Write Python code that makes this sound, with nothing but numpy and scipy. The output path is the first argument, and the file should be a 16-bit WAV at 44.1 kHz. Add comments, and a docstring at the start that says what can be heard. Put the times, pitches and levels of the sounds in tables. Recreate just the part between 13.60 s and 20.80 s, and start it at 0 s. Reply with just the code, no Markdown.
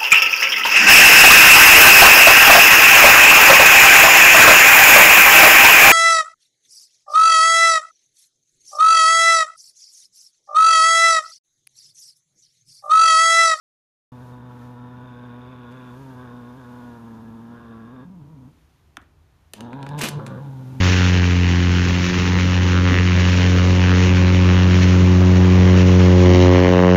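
"""Half a second of silence, then a cat's long low growl over faint rumble and hiss; it thins into a groan.
A hand rustles and knocks on a plastic bag; a rougher growl rises and the cat swats the bag with a crunch.
Growl: a hum of three partials plus two slaps a cycle that ring the throat; flapping adds irregular beats.
Bag: dispersive snaps and a knock, a swarm of creases ringing the bag, and decaying sines for two thumps.
Decaying noise makes the small soft room; shaped noise makes the rumble and hiss."""
import sys
import numpy as np
from scipy import signal
from scipy.fft import rfft, irfft
from scipy.io import wavfile

SR = 44100
rng = np.random.default_rng(int(sys.argv[2]) if len(sys.argv) > 2 else 0)


def dump(signal):
    """Clip the signal to [-1, 1] and save it as 16-bit WAV at the path in sys.argv[1]."""
    limited = np.clip(np.atleast_2d(signal).T, -1, 1)
    pcm = np.round(limited * 32767).astype(np.int16)
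    wavfile.write(sys.argv[1], SR, pcm)


N = 317520
TIME = np.arange(N) / SR
BINS = np.fft.rfftfreq(N, 1 / SR)


def gain_of(db):
    """Logarithmic level: 20 dB is a factor of ten in amplitude."""
    return 10 ** (np.asarray(db) / 20)


def evened(x):
    """Power normalization: scales a signal to rms 1."""
    return x / np.sqrt(np.mean(x ** 2) + 1e-20)


def read(points, hz):
    """Spectral interpolation: reads a table in straight lines on a log-frequency axis."""
    f, value = np.transpose(points)
    return np.interp(np.log(hz + 1), np.log(f + 1), value)


def follow(rows):
    """Piecewise-linear control: joins each column after the time column by straight lines."""
    s, *columns = np.transpose(rows)
    return [np.interp(TIME, s, column) for column in columns]


def level(s, db):
    """Amplitude contour: a dB curve as gain, fading to zero within 10 ms outside its span."""
    outside_s = np.maximum(s[0] - TIME, TIME - s[-1])
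    return gain_of(np.interp(TIME, s, db)) * np.clip(1 - outside_s * 100, 0, 1)


def envelope(start, end, attack_s, release_s, sag_db_per_s=0):
    """Gating: linear attack and release around a level that changes evenly in dB."""
    gate = np.clip(np.minimum((TIME - start) / attack_s, (end - TIME) / release_s), 0, 1)
    return gate * gain_of(sag_db_per_s * (np.clip(TIME, start, end) - start))


def add(mix, s, sound):
    """Superposition: mixes a sound in at time s."""
    part = mix[round(s * SR):][:len(sound)]
    part += sound[:len(part)]


def noise(colour):
    """Spectral shaping: steady noise of a given spectrum, rms 1."""
    return evened(irfft(rfft(rng.standard_normal(N)) * gain_of(read(colour, BINS)), N))


def wander(rate_hz):
    """Low-pass noise: random drift, mostly below the given rate, rms 1."""
    return evened(irfft(rfft(rng.standard_normal(N)) / (1 + (BINS / rate_hz) ** 4), N))


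def ring(colour, tilt_db=0, size=4096):
    """Minimum phase: the causal impulse response of a spectrum, tilted in dB per octave, energy 1."""
    hz = abs(np.fft.fftfreq(size, 1 / SR))
    db = np.maximum(read(colour, hz), -80) + tilt_db * np.log2(1 + hz / 1000)
    log_gain = np.log(gain_of(db))
    # the Hilbert transform of the log gain supplies the phase
    response = np.fft.ifft(np.exp(np.conj(signal.hilbert(log_gain)))).real[:size // 2]
    return response / np.linalg.norm(response)


def colour_with(x, colour):
    """Linear filtering: convolves a sound with the response of a spectrum."""
    return signal.oaconvolve(x, ring(colour))[:N]


def resonate(x, hz, width_hz):
    """Moving resonance: shifts the curve hz down to zero, low-passes, and shifts it back; peak gain 1."""
    turn = np.exp(2j * np.pi * np.cumsum(hz) / SR)
    r = np.exp(-np.pi * width_hz / SR)
    return 2 * (turn * signal.lfilter([1 - r], [1, -r], x / turn + 1e-18)).real


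# room decay: hz [Hz], t60 [s]
ROOM_DECAY = [(150, 1), (1000, 0.25), (4000, 0.33), (14000, 0.091)]


def room(x):
    """Reverberation: convolution with a diffuse noise tail whose bands decay at their own speed."""
    hz, t, z = signal.stft(rng.standard_normal(SR // 2), SR, nperseg=256)
    decay = np.exp(-np.log(1000) * t / read(ROOM_DECAY, hz)[:, None])
    tail = signal.istft(z * decay, SR, nperseg=256)[1]
    tail[:SR // 200] = 0  # the tail starts 5 ms after the sound
    tail = signal.sosfilt(signal.butter(2, 330, "high", fs=SR, output="sos"), tail)
    return signal.oaconvolve(x, tail / np.linalg.norm(tail))[:N]


# colours of the rumble and of the hiss: hz [Hz], relative_level_db [dB]
ROOM_TONE = [(15, -68), (25, -20), (75, 2.5), (100, -7), (157, -8.5), (190, -19), (366, -20), (528, -26.5),
             (1000, -25.5), (1780, -32.5), (6000, -46), (15000, -59)]
HISS_COLOUR = [(2350, 0), (4000, -3), (4700, -5.5), (6800, -6), (8000, -12.5), (9000, -9), (12900, -10),
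               (14500, -10), (15500, -31)]
# course of the hiss: start_s [s], relative_level_db [dB]
HISS = [(.52, -69.5), (.68, -65), (.82, -73.5), (1.03, -65), (1.197, -72.5), (2.03, -72.5), (2.42, -63.5),
        (2.7, -68.5), (3.2, -65.5), (4.499, -74), (5.0, -71.5), (5.549, -76.5), (6.78, -66.5), (7.0, -64),
        (7.2, -61)]


def background(rumble_db=-57, hiss_db=2.5):
    """Stationary and modulated noise: the low rumble of the house and a fine hiss of changing level."""
    hiss = gain_of(hiss_db) * level(*np.transpose(HISS)) * noise(HISS_COLOUR)
    return gain_of(rumble_db) * noise(ROOM_TONE) + hiss


def pulses(turns, spread_db):
    """Periodic excitation: one click of uneven strength at every whole turn."""
    return np.diff(np.floor(turns), prepend=np.floor(turns[0])) * gain_of(spread_db * wander(115))


def slap(turns, rough, spread_db, puff_turns):
    """Glottal excitation: once a cycle the folds slap unevenly and let out a decaying puff of air."""
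    puffs = evened(np.exp(-(turns % 1) / puff_turns) * rng.standard_normal(N))
    # the slap itself is soft, so the top of the treble is nearly all air
    soft = signal.butter(2, 2300, fs=SR, output="sos")
    clicks = signal.sosfilt(soft, evened(pulses(turns, 0)))
    rough = np.clip(rough, 0, 1)
    return ((1 - rough) * clicks + rough * puffs) * gain_of(spread_db * wander(126))


# lips draw back in the long growl: start_s [s], level_db [dB against the sharp slap before its gain],
# resonance_hz [Hz]
SNARL = [(0.522, -18.5, 3680), (1.25, -14, 3670), (1.45, -7.5, 3560), (2.25, -4, 3475), (2.45, -17, 3400),
         (2.7, -15.5, 3640), (3.2, -16, 3580), (3.6, -23, 3610), (4.457, -13, 3610)]
# colour of the air between the teeth: hz [Hz], relative_level_db [dB]
LIPS_COLOUR = [(1500, -14.5), (2100, -13.5), (2450, -8), (3100, -17.5), (3800, -13), (4200, -35),
               (8000, -68)]


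def snarl(turns, slap_db, ring_db=15, width_hz=75):
    """Turbulence: pulsing air through bared teeth excites a treble resonance that drifts with the lips."""
    s, db, hz = np.transpose(SNARL)
    air = colour_with(slap(turns, .5, slap_db, .35), LIPS_COLOUR)
    ringing = resonate(air, np.interp(TIME, s, hz), width_hz)
    return level(s, db) * evened(air + gain_of(ring_db) * ringing)


# how strongly the body radiates a partial of the hum: hz [Hz], radiation_db [dB]
BODY = [(110, -41.5), (123, -44), (136, -40.5), (190, -40.5), (233, -40.5), (248, -44), (275, -45.5),
        (300, -52), (380, -68)]
# a wider mouth strengthens both slaps: dB per Hz of mouth resonance above its rest
MOUTH_REST_HZ, SHARP_DB_PER_HZ, DULL_DB_PER_HZ = 1079, 0.0253, 0.0177
# slow pitch waver: rms share of pitch, top rate in Hz
WAVER, WAVER_HZ = .004, 10


def growl(pitch, effort_db, lean_db, rasp_db, mouth, uppers, throat, jitter, shimmer, rough, slap_db,
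          sharp_spread_db, puff_turns, dull_turn, sharp_turn, mouth_db, sharp_db, third_db, flutter_db,
          width_hz, split_hz=1150, upper_width_hz=38):
    """Source and filter: slow folds hum in three partials and slap twice a cycle, ringing the throat."""
    # lean_db favours the octave over the fundamental
    low = gain_of(effort_db - lean_db + read(BODY, pitch))
    octave = gain_of(effort_db + lean_db + read(BODY, 2 * pitch))
    unevenness = 1 + jitter * wander(55) + WAVER * wander(WAVER_HZ)
    turns = np.cumsum(pitch * unevenness) / SR
    hum = low * np.cos(2 * np.pi * turns) * (1 + shimmer * wander(55))
    hum += octave * np.sin(4 * np.pi * turns) * (1 + shimmer * wander(50))
    hum -= gain_of(third_db) * octave * np.cos(6 * np.pi * turns)

    # the dull slap rings the low throat and the mouth
    dull = colour_with(slap(turns - dull_turn, rough, slap_db, puff_turns), throat)
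    dull = signal.sosfilt(signal.butter(3, split_hz, fs=SR, output="sos"), dull)
    dull = evened(dull + gain_of(mouth_db) * resonate(dull, mouth, width_hz))

    # the sharp slap carries more air and rings the upper resonances (Hz, dB)
    sharp = colour_with(slap(turns - sharp_turn, rough + .1, sharp_spread_db, puff_turns), throat)
    sharp = signal.sosfilt(signal.butter(2, split_hz, "high", fs=SR, output="sos"), sharp)
    ringing = sum(gain_of(db) * resonate(sharp, hz, upper_width_hz) for hz, db in uppers)
    sharp = evened(sharp + ringing)
    sharp += snarl(turns - sharp_turn, sharp_spread_db)

    opening_hz = mouth - MOUTH_REST_HZ
    sharp *= gain_of(sharp_db + SHARP_DB_PER_HZ * opening_hz)
    dull *= gain_of(DULL_DB_PER_HZ * opening_hz)

    # uneven cycles fill the gaps between the low partials: (Hz, dB)
    flutter = noise([(30, -24), (60, -55), (85, 4.5), (180, 4.0), (300, 3.5), (420, -28), (700, -63)])
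    flutter *= gain_of(flutter_db) * np.hypot(low, octave)
    return np.sqrt(2) * hum + gain_of(rasp_db) * (dull + sharp) + flutter


# throat colour of the calm growl and the groan: hz [Hz], relative_level_db [dB]
CALM_THROAT = [(190, -9), (330, -2.5), (375, 1), (440, 3), (495, 4), (560, -3.5), (640, -1), (800, -4),
               (1000, -1), (1200, -3.5), (1380, -4), (1580, -4.5), (1710, -8), (1860, -12.5), (2100, -21.5),
               (3150, -19.5), (3600, -13), (4150, -32), (5000, -23.5), (8000, -66)]
# pitch before the catches: start_s [s], pitch_hz [Hz]
CALM_PITCH = [(0.518, 124.1), (1.15, 122.6), (1.548, 123.8), (1.759, 121.5), (1.879, 126.4), (2.07, 121.6),
              (2.279, 121.2), (2.55, 125.7), (2.698, 120.8), (3.219, 122.3), (3.438, 113.6), (3.72, 112.8),
              (3.919, 117.4), (4.241, 112.4), (4.32, 123.6), (4.46, 127.1)]
# mouth opening and closing: start_s [s], mouth_hz [Hz], second_resonance_hz [Hz], second_strength_db [dB]
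CALM_MOUTH = [(.52, 954, 1540, -6), (.75, 966, 1500, 1), (.88, 945, 1330, 6.5), (1.28, 974, 1340, 8),
              (1.38, 980, 1470, 7), (1.6, 1040, 1544, 11), (1.85, 1040, 1435, 2), (2.33, 1048, 1425, 11),
              (2.39, 916.4, 1460, -20), (2.54, 930, 1470, 1), (2.61, 1050, 1530, 4), (2.91, 1045, 1460, 2),
              (2.96, 961, 1486, 4), (3.05, 1040, 1470, 3), (3.33, 950, 1455, 5), (3.42, 954, 1282, 6),
              (3.87, 890, 1256, 9), (3.97, 1102, 1520, 6), (4.44, 1082, 1278, -2)]
# a third resonance of the throat, its pitch and strength shifting through the growl:
# start_s [s], resonance_hz [Hz], strength_db [dB]
CALM_RING = [(.52, 1780, -6), (1.3, 1790, 10), (1.6, 1620, -2), (2.2, 1650, 7.5), (2.8, 1630, 6),
             (3.2, 1670, 3), (3.5, 1665, 6.5), (4.44, 1645, 8.5)]
# the hum's third partial, strongest mid-growl: start_s [s], level_db [dB against the octave]
CALM_THIRD = [(.52, -29), (1.35, -37), (1.7, -17), (2.6, -16.5), (3.3, -20.5), (3.6, -23), (4.44, -21)]
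# push: start_s [s], hum_effort_db [dB], octave_lean_db [dB], rasp_db [dB before the catches]
CALM_EFFORT = [(.52, -0.2, -2, -48), (1.15, 0, -1.5, -47), (1.35, 0.5, -1, -48), (2.1, -1.5, -0.5, -48),
               (2.4, -0.5, 0.5, -48), (2.6, -0.2, -0.5, -45.5), (2.95, -2.5, 0.8, -49.5),
               (3.22, -1, 1.5, -46), (3.4, -3, 2, -47.5), (3.75, -3, 2.5, -48), (3.92, -2, 3, -48.5),
               (4.06, -5.5, 3, -49.5), (4.44, -1, 2.5, -51)]
# the throat tightens for a moment: peak_s [s], length_s [s], pitch_lift_hz [Hz]
CATCHES = [(2.17, 0.16, 8.7), (2.419, 0.22, 14.4), (2.98, .12, 14.2), (4.345, 0.0554, 8.3),
           (4.446, 0.11, 9.6)]


def calm_growl(catch_rise=.42, catch_rasp_db_per_hz=0.01):
    """Phonation with pitch catches: one long growl whose hum slowly leans toward its octave."""
    start, end = CALM_PITCH[0][0], CALM_PITCH[-1][0]
    (pitch,), (third_db,) = follow(CALM_PITCH), follow(CALM_THIRD)
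    mouth, second, second_db = follow(CALM_MOUTH)
    effort_db, lean_db, rasp_db = follow(CALM_EFFORT)
    lift = np.zeros(N)
    for s, length, hz in CATCHES:
        # each catch rises for a share catch_rise of its length, then falls
        corners = [s - catch_rise * length, s, s + (1 - catch_rise) * length]
        lift += np.interp(TIME, corners, [0, hz, 0])
    voice = growl(
        pitch + lift, effort_db, lean_db, rasp_db + catch_rasp_db_per_hz * lift,
        mouth, [(second, second_db), follow(CALM_RING)], CALM_THROAT,
        # unevenness: rms shares of pitch and hum level, share of air, slap spreads in dB, puff in turns
        jitter=.017, shimmer=.07, rough=.31, slap_db=.7, sharp_spread_db=1.4, puff_turns=.75,
        dull_turn=0.475, sharp_turn=0.1187, mouth_db=7.5, sharp_db=-6.5, third_db=third_db,
        flutter_db=-13.0, width_hz=79)
    return envelope(start, end, attack_s=0.0023, release_s=0.031) * voice


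# rustle under the fingers, then crumpling under the paw: start_s [s], length_s [s],
# drive_db [dB at the start, before attack and filtering]
CRUMPLES = [(2.106, .028, -58), (5.946, 0.055, -53), (6.374, 0.04, -36.5), (6.405, 0.03, -24.5),
            (6.428, 0.068, -23.5)]
# colour of the crumpling film: hz [Hz], relative_level_db [dB]
CRUNCH_COLOUR = [(120, -40), (200, -3.5), (315, 2.5), (488, -9), (653, -3.5), (755, -10), (858, -9.5),
                 (1050, -9), (1620, -15.5), (1780, -15), (2850, -5), (4030, -10), (6960, -13.5),
                 (12700, -18), (15500, -22)]
# resonances of the air-filled bag: resonance_hz [Hz], width_hz [Hz], relative_level_db [dB]
BAG_MODES = [(610, 110, -11), (905, 130, 3), (1230, 92, 13), (1620, 100, 16.5), (2100, 110, 5)]


def crunch(per_s=1500, spread_db=6.0, body_db=-3, count=6):
    """Random impulse train: creases in several patches of film, each with its shiver, ring the bag."""
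    creases = np.zeros(N)
    for _ in range(count):
        hits = rng.random(N) < per_s / SR
        strength = gain_of(spread_db * np.minimum(rng.exponential(1, N), 3))
        clicks = hits * rng.choice([-1, 1], N) * strength
        shiver = rng.standard_normal(SR // 1000) * np.hanning(SR // 1000)  # 1 ms
        creases += signal.oaconvolve(clicks, evened(shiver))[:N]
    # every crumple builds quickly, eases as the film gives way, and stops
    force = np.zeros(N)
    for s, length, db in CRUMPLES:
        force += gain_of(db) * envelope(s, s + length, 0.015, 0.009, sag_db_per_s=-230)
    film = colour_with(evened(creases) * force, CRUNCH_COLOUR)
    body = sum(gain_of(db + body_db) * resonate(film, np.full(N, hz), width) for hz, width, db in BAG_MODES)
    return film + body


def pop(shiver, shiver_s, lag_s, corner_hz, size=2048):
    """Bending-wave dispersion: a click and its noisy shiver arrive treble first, bass last."""
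    t, hz = np.arange(size) / SR, np.fft.rfftfreq(size, 1 / SR)
    crack = (t == 0) + shiver * rng.standard_normal(size) * np.exp(-t / shiver_s)
    turns = lag_s * corner_hz * np.arctan(hz / corner_hz)
    return irfft(rfft(crack) * np.exp(2j * np.pi * (turns[-1] - turns)), size)


# creases snapping: start_s [s], relative_level_db [dB], treble_tilt [dB per octave]
SNAPS = [(2.112, -38, -9), (5.4172, -37, -3), (5.4255, -49, 2), (5.9355, -16.5, 5), (6.0070, -20.5, 0.5),
         (6.131, -22, -6), (6.2290, -20.5, -3.5), (6.2654, -17.5, -4), (6.2901, -24, 0.5),
         (6.389, -18, 3.5), (6.3931, -22, 11), (6.4110, -13, -4), (6.4150, -11.5, 7), (6.4180, -24, 4),
         (6.4197, -21, 8), (6.4354, -10.5, 4), (6.4395, -7.5, 2.5), (6.443, -20, 5.5), (6.448, -18, 2),
         (6.4525, -23, 3), (6.4556, -23, -10), (6.4613, -16, -2), (6.4781, -22, 1), (6.487, -11.5, 8),
         (6.4913, -15.5, 13), (6.6648, -21.5, 1), (6.669, -31, 4), (6.678, -27, -2.5)]
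# colour of the plastic film before the tilt: hz [Hz], relative_level_db [dB]
SNAP_COLOUR = [(120, -17), (200, 10.5), (380, 8.5), (690, -1.5), (906, -3), (1330, 2.5), (1810, 3),
               (3680, -2.5), (5200, -9.5), (6300, -10.5), (7500, -11.5), (9500, -12.5), (15500, -29)]


def snaps(snap_db=3):
    """Impulse response: each single crease is a dispersed pop filtered by the film."""
    out = np.zeros(N)
    for s, db, tilt_db in SNAPS:
        crack = pop(.21, .0024, lag_s=.007, corner_hz=500)
        add(out, s, gain_of(db + snap_db) * signal.fftconvolve(crack, ring(SNAP_COLOUR, tilt_db)))
    return out


# pitch of the closed-mouth groan: start_s [s], pitch_hz [Hz]
GROAN_PITCH = [(4.44, 170.5), (4.53, 194), (4.585, 172.1), (4.61, 143.9), (4.67, 143.7), (4.72, 162),
               (4.79, 132), (4.86, 121.2), (4.93, 171)]


def groan(end_s=4.955, mouth_hz=945, rasp_db=-54, rasp_db_per_hz=-0.0654):
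    """Weak phonation: the mouth closes on a wavering groan, less raspy where it is higher."""
    (pitch,) = follow(GROAN_PITCH)
    voice = growl(
        pitch, effort_db=-2, lean_db=0.1, rasp_db=rasp_db + rasp_db_per_hz * (pitch - pitch.min()),
        mouth=np.full(N, mouth_hz), uppers=[], throat=CALM_THROAT,
        jitter=.035, shimmer=.2, rough=.35, slap_db=1.6, sharp_spread_db=1.6, puff_turns=.9,
        dull_turn=0.42, sharp_turn=0.045, mouth_db=4, sharp_db=-34, third_db=-33,
        flutter_db=-10.5, width_hz=70)
    start = GROAN_PITCH[0][0]
    return envelope(start, end_s, attack_s=0.012, release_s=0.096, sag_db_per_s=-6.0) * voice


# colour of the fingertip's knock: hz [Hz], relative_level_db [dB]
KNOCK_COLOUR = [(120, -16), (200, -8), (295, 4.5), (450, -16), (700, -3), (950, -7.5), (1300, 2),
                (1800, -1), (2400, -6), (3600, -7), (4200, -23), (5800, -13), (14000, -28)]


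def knock(start_s=5.3697, level_db=-11.5, room_db=-12, dull_hz=2300):
    """Dispersed impact: a fingertip's duller knock; mainly its low part comes back from the room."""
    out = np.zeros(N)
    tap = pop(0.099, 0.0023, lag_s=.0125, corner_hz=450)
    add(out, start_s, gain_of(level_db) * signal.fftconvolve(tap, ring(KNOCK_COLOUR)))
    low_part = signal.sosfilt(signal.butter(3, dull_hz, fs=SR, output="sos"), out)
    return out + gain_of(room_db) * room(low_part)


# throat colour of the angry growl: hz [Hz], relative_level_db [dB]
ANGRY_THROAT = [(190, -8), (300, -2), (360, -2.5), (460, 6), (600, 0), (740, -4), (830, -1.5), (970, -0.5),
                (1100, -7), (1350, -6.5), (1680, -6.5), (1950, -21), (3030, -19), (3750, -11.5),
                (4300, -24), (8000, -80)]
# course of the anger: start_s [s], pitch_hz [Hz], hum_effort_db [dB], rasp_db [dB]
ANGER = [(5.961, 100.1, -15, -56), (6.0, 109.4, -2, -44), (6.05, 117.8, 2.5, -42), (6.11, 117.7, 1, -41),
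         (6.145, 131.7, 6, -40.5), (6.19, 138.2, 5, -38.5), (6.27, 134.4, 4, -41.5),
         (6.34, 147.3, 10.5, -36), (6.39, 145.3, 10, -37.5), (6.49, 143.5, -1, -43.5),
         (6.58, 146.2, 11.5, -44), (6.6, 145.7, -2, -47.5), (6.65, 136.3, 2, -47), (6.7, 136.1, -5, -45),
         (6.77, 120.1, 2.5, -50), (6.815, 140, 3, -45.5), (7.03, 129.5, 3.5, -52), (7.2, 128.4, 4, -53)]
# mouth resonance in the angry growl, opening widest after the swat, then closing:
# start_s [s], mouth_hz [Hz], second_resonance_hz [Hz]
ANGRY_MOUTH = [(5.96, 954, 1610), (6.33, 917, 1680), (6.45, 964, 1503), (6.6, 1040, 1370),
               (6.7, 1130, 1390), (6.77, 1210, 1446), (6.82, 862, 1390), (7.2, 867.6, 1393)]


def angry_growl(facing_db=2, turned_db=-4, turn_s=6.13, turn_length_s=0.42, upper_db=2):
    """Effortful phonation: a louder, rougher growl; its hum loses the octave as the cat turns away."""
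    pitch, effort_db, rasp_db = follow(ANGER)
    mouth, second = follow(ANGRY_MOUTH)
    lean_db = np.interp(TIME, [turn_s, turn_s + turn_length_s], [facing_db, turned_db])
    voice = growl(
        pitch, effort_db, lean_db, rasp_db, mouth, [(second, upper_db)], ANGRY_THROAT,
        jitter=.023, shimmer=.08, rough=.32, slap_db=1.3, sharp_spread_db=1.8, puff_turns=.5,
        dull_turn=0.3275, sharp_turn=0.57, mouth_db=7.0, sharp_db=-9.0, third_db=-10,
        flutter_db=-15, width_hz=150)
    return (TIME > ANGER[0][0]) * voice


# tones of two soft thumps, at the crunch and just after: start_s [s], level_db [dB], pitch_hz [Hz], t60 [s]
THUMPS = [(6.436, -21.5, 222.7, 0.13), (6.594, -25, 510, 0.035), (6.597, -28, 1000, 0.015),
          (6.598, -35.5, 1330, 0.04)]


def thumps():
    """Damped oscillation: each tone of the two thumps is an exponentially decaying sine."""
    out, t = np.zeros(N), np.arange(SR // 5) / SR
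    for s, db, hz, t60 in THUMPS:
        add(out, s, gain_of(db) * np.exp(-np.log(1000) * t / t60) * np.sin(2 * np.pi * hz * t))
    return out


# folds losing their beat: start_s [s], moan_level_db [dB], throat_hz [Hz], throat_strength_db [dB]
FLAPPING = [(6.48, -39, 430, 0), (6.575, -44, 444, 18), (6.6, -35, 560, 10), (6.655, -39, 532, 2),
            (6.7, -36, 540, 11), (6.77, -37.5, 513, -3), (6.82, -49, 494, 7), (7.2, -50, 560, 4)]


def flapping(width_hz=28, mouth_db=-10, second_db=-6, mouth_width_hz=85):
    """Aperiodic excitation: irregular beats make a narrow throat resonance moan and the mouth ring."""
    beats = pulses(np.cumsum(105 * np.exp(.22 * wander(70))) / SR, 1.7)
    thud_colour = [(50, -57), (100, -5.0), (200, 0.5), (280, -10.5), (340, -11.5), (420, -14.0),
                   (520, -9.5), (700, -33.5), (1200, -17), (2000, -63.0)]  # (Hz, dB)
    thuds = colour_with(beats, thud_colour)
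    s, db = np.transpose(FLAPPING)[:2]
    _, hz, moan_db = follow(FLAPPING)
    mouth, second = follow(ANGRY_MOUTH)
    # two equal resonances in a row sharpen the peak
    throat = resonate(resonate(thuds, hz, 2 * width_hz), hz, 2 * width_hz)
    moan = evened(thuds + gain_of(moan_db) * throat)
    cry = resonate(beats, mouth, mouth_width_hz)
    cry += gain_of(second_db) * resonate(beats, second, mouth_width_hz)
    cry = evened(signal.sosfilt(signal.butter(3, [700, 1700], "band", fs=SR, output="sos"), cry))
    return level(s, db) * (moan + gain_of(mouth_db) * cry)


def scene():
    """Direct and reverberant sound: cat and bag close by, with a fainter return from the room."""
    cat = calm_growl() + groan() + angry_growl() + flapping()
    cat += gain_of(-14) * room(cat)
    bag = snaps() + crunch() + thumps()
    bag += gain_of(-13.0) * room(bag)
    return (cat + bag + knock() + background())[None]


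def record(dry, start_s=.519, edge_hz=15000, ceiling=.28):
    """Saturation and band limiting: peaks are rounded, sound cuts in from silence, the top is removed."""
    cut_in = np.clip((TIME - start_s) * 1000, 0, 1)  # 1 ms
    rounded = ceiling * np.tanh(dry / ceiling)
    low_pass = signal.firwin(141, edge_hz, window=("kaiser", 9), fs=SR)
    return signal.oaconvolve(rounded * cut_in, low_pass[None], "same")


dry = scene()
out = record(dry)
dump(out)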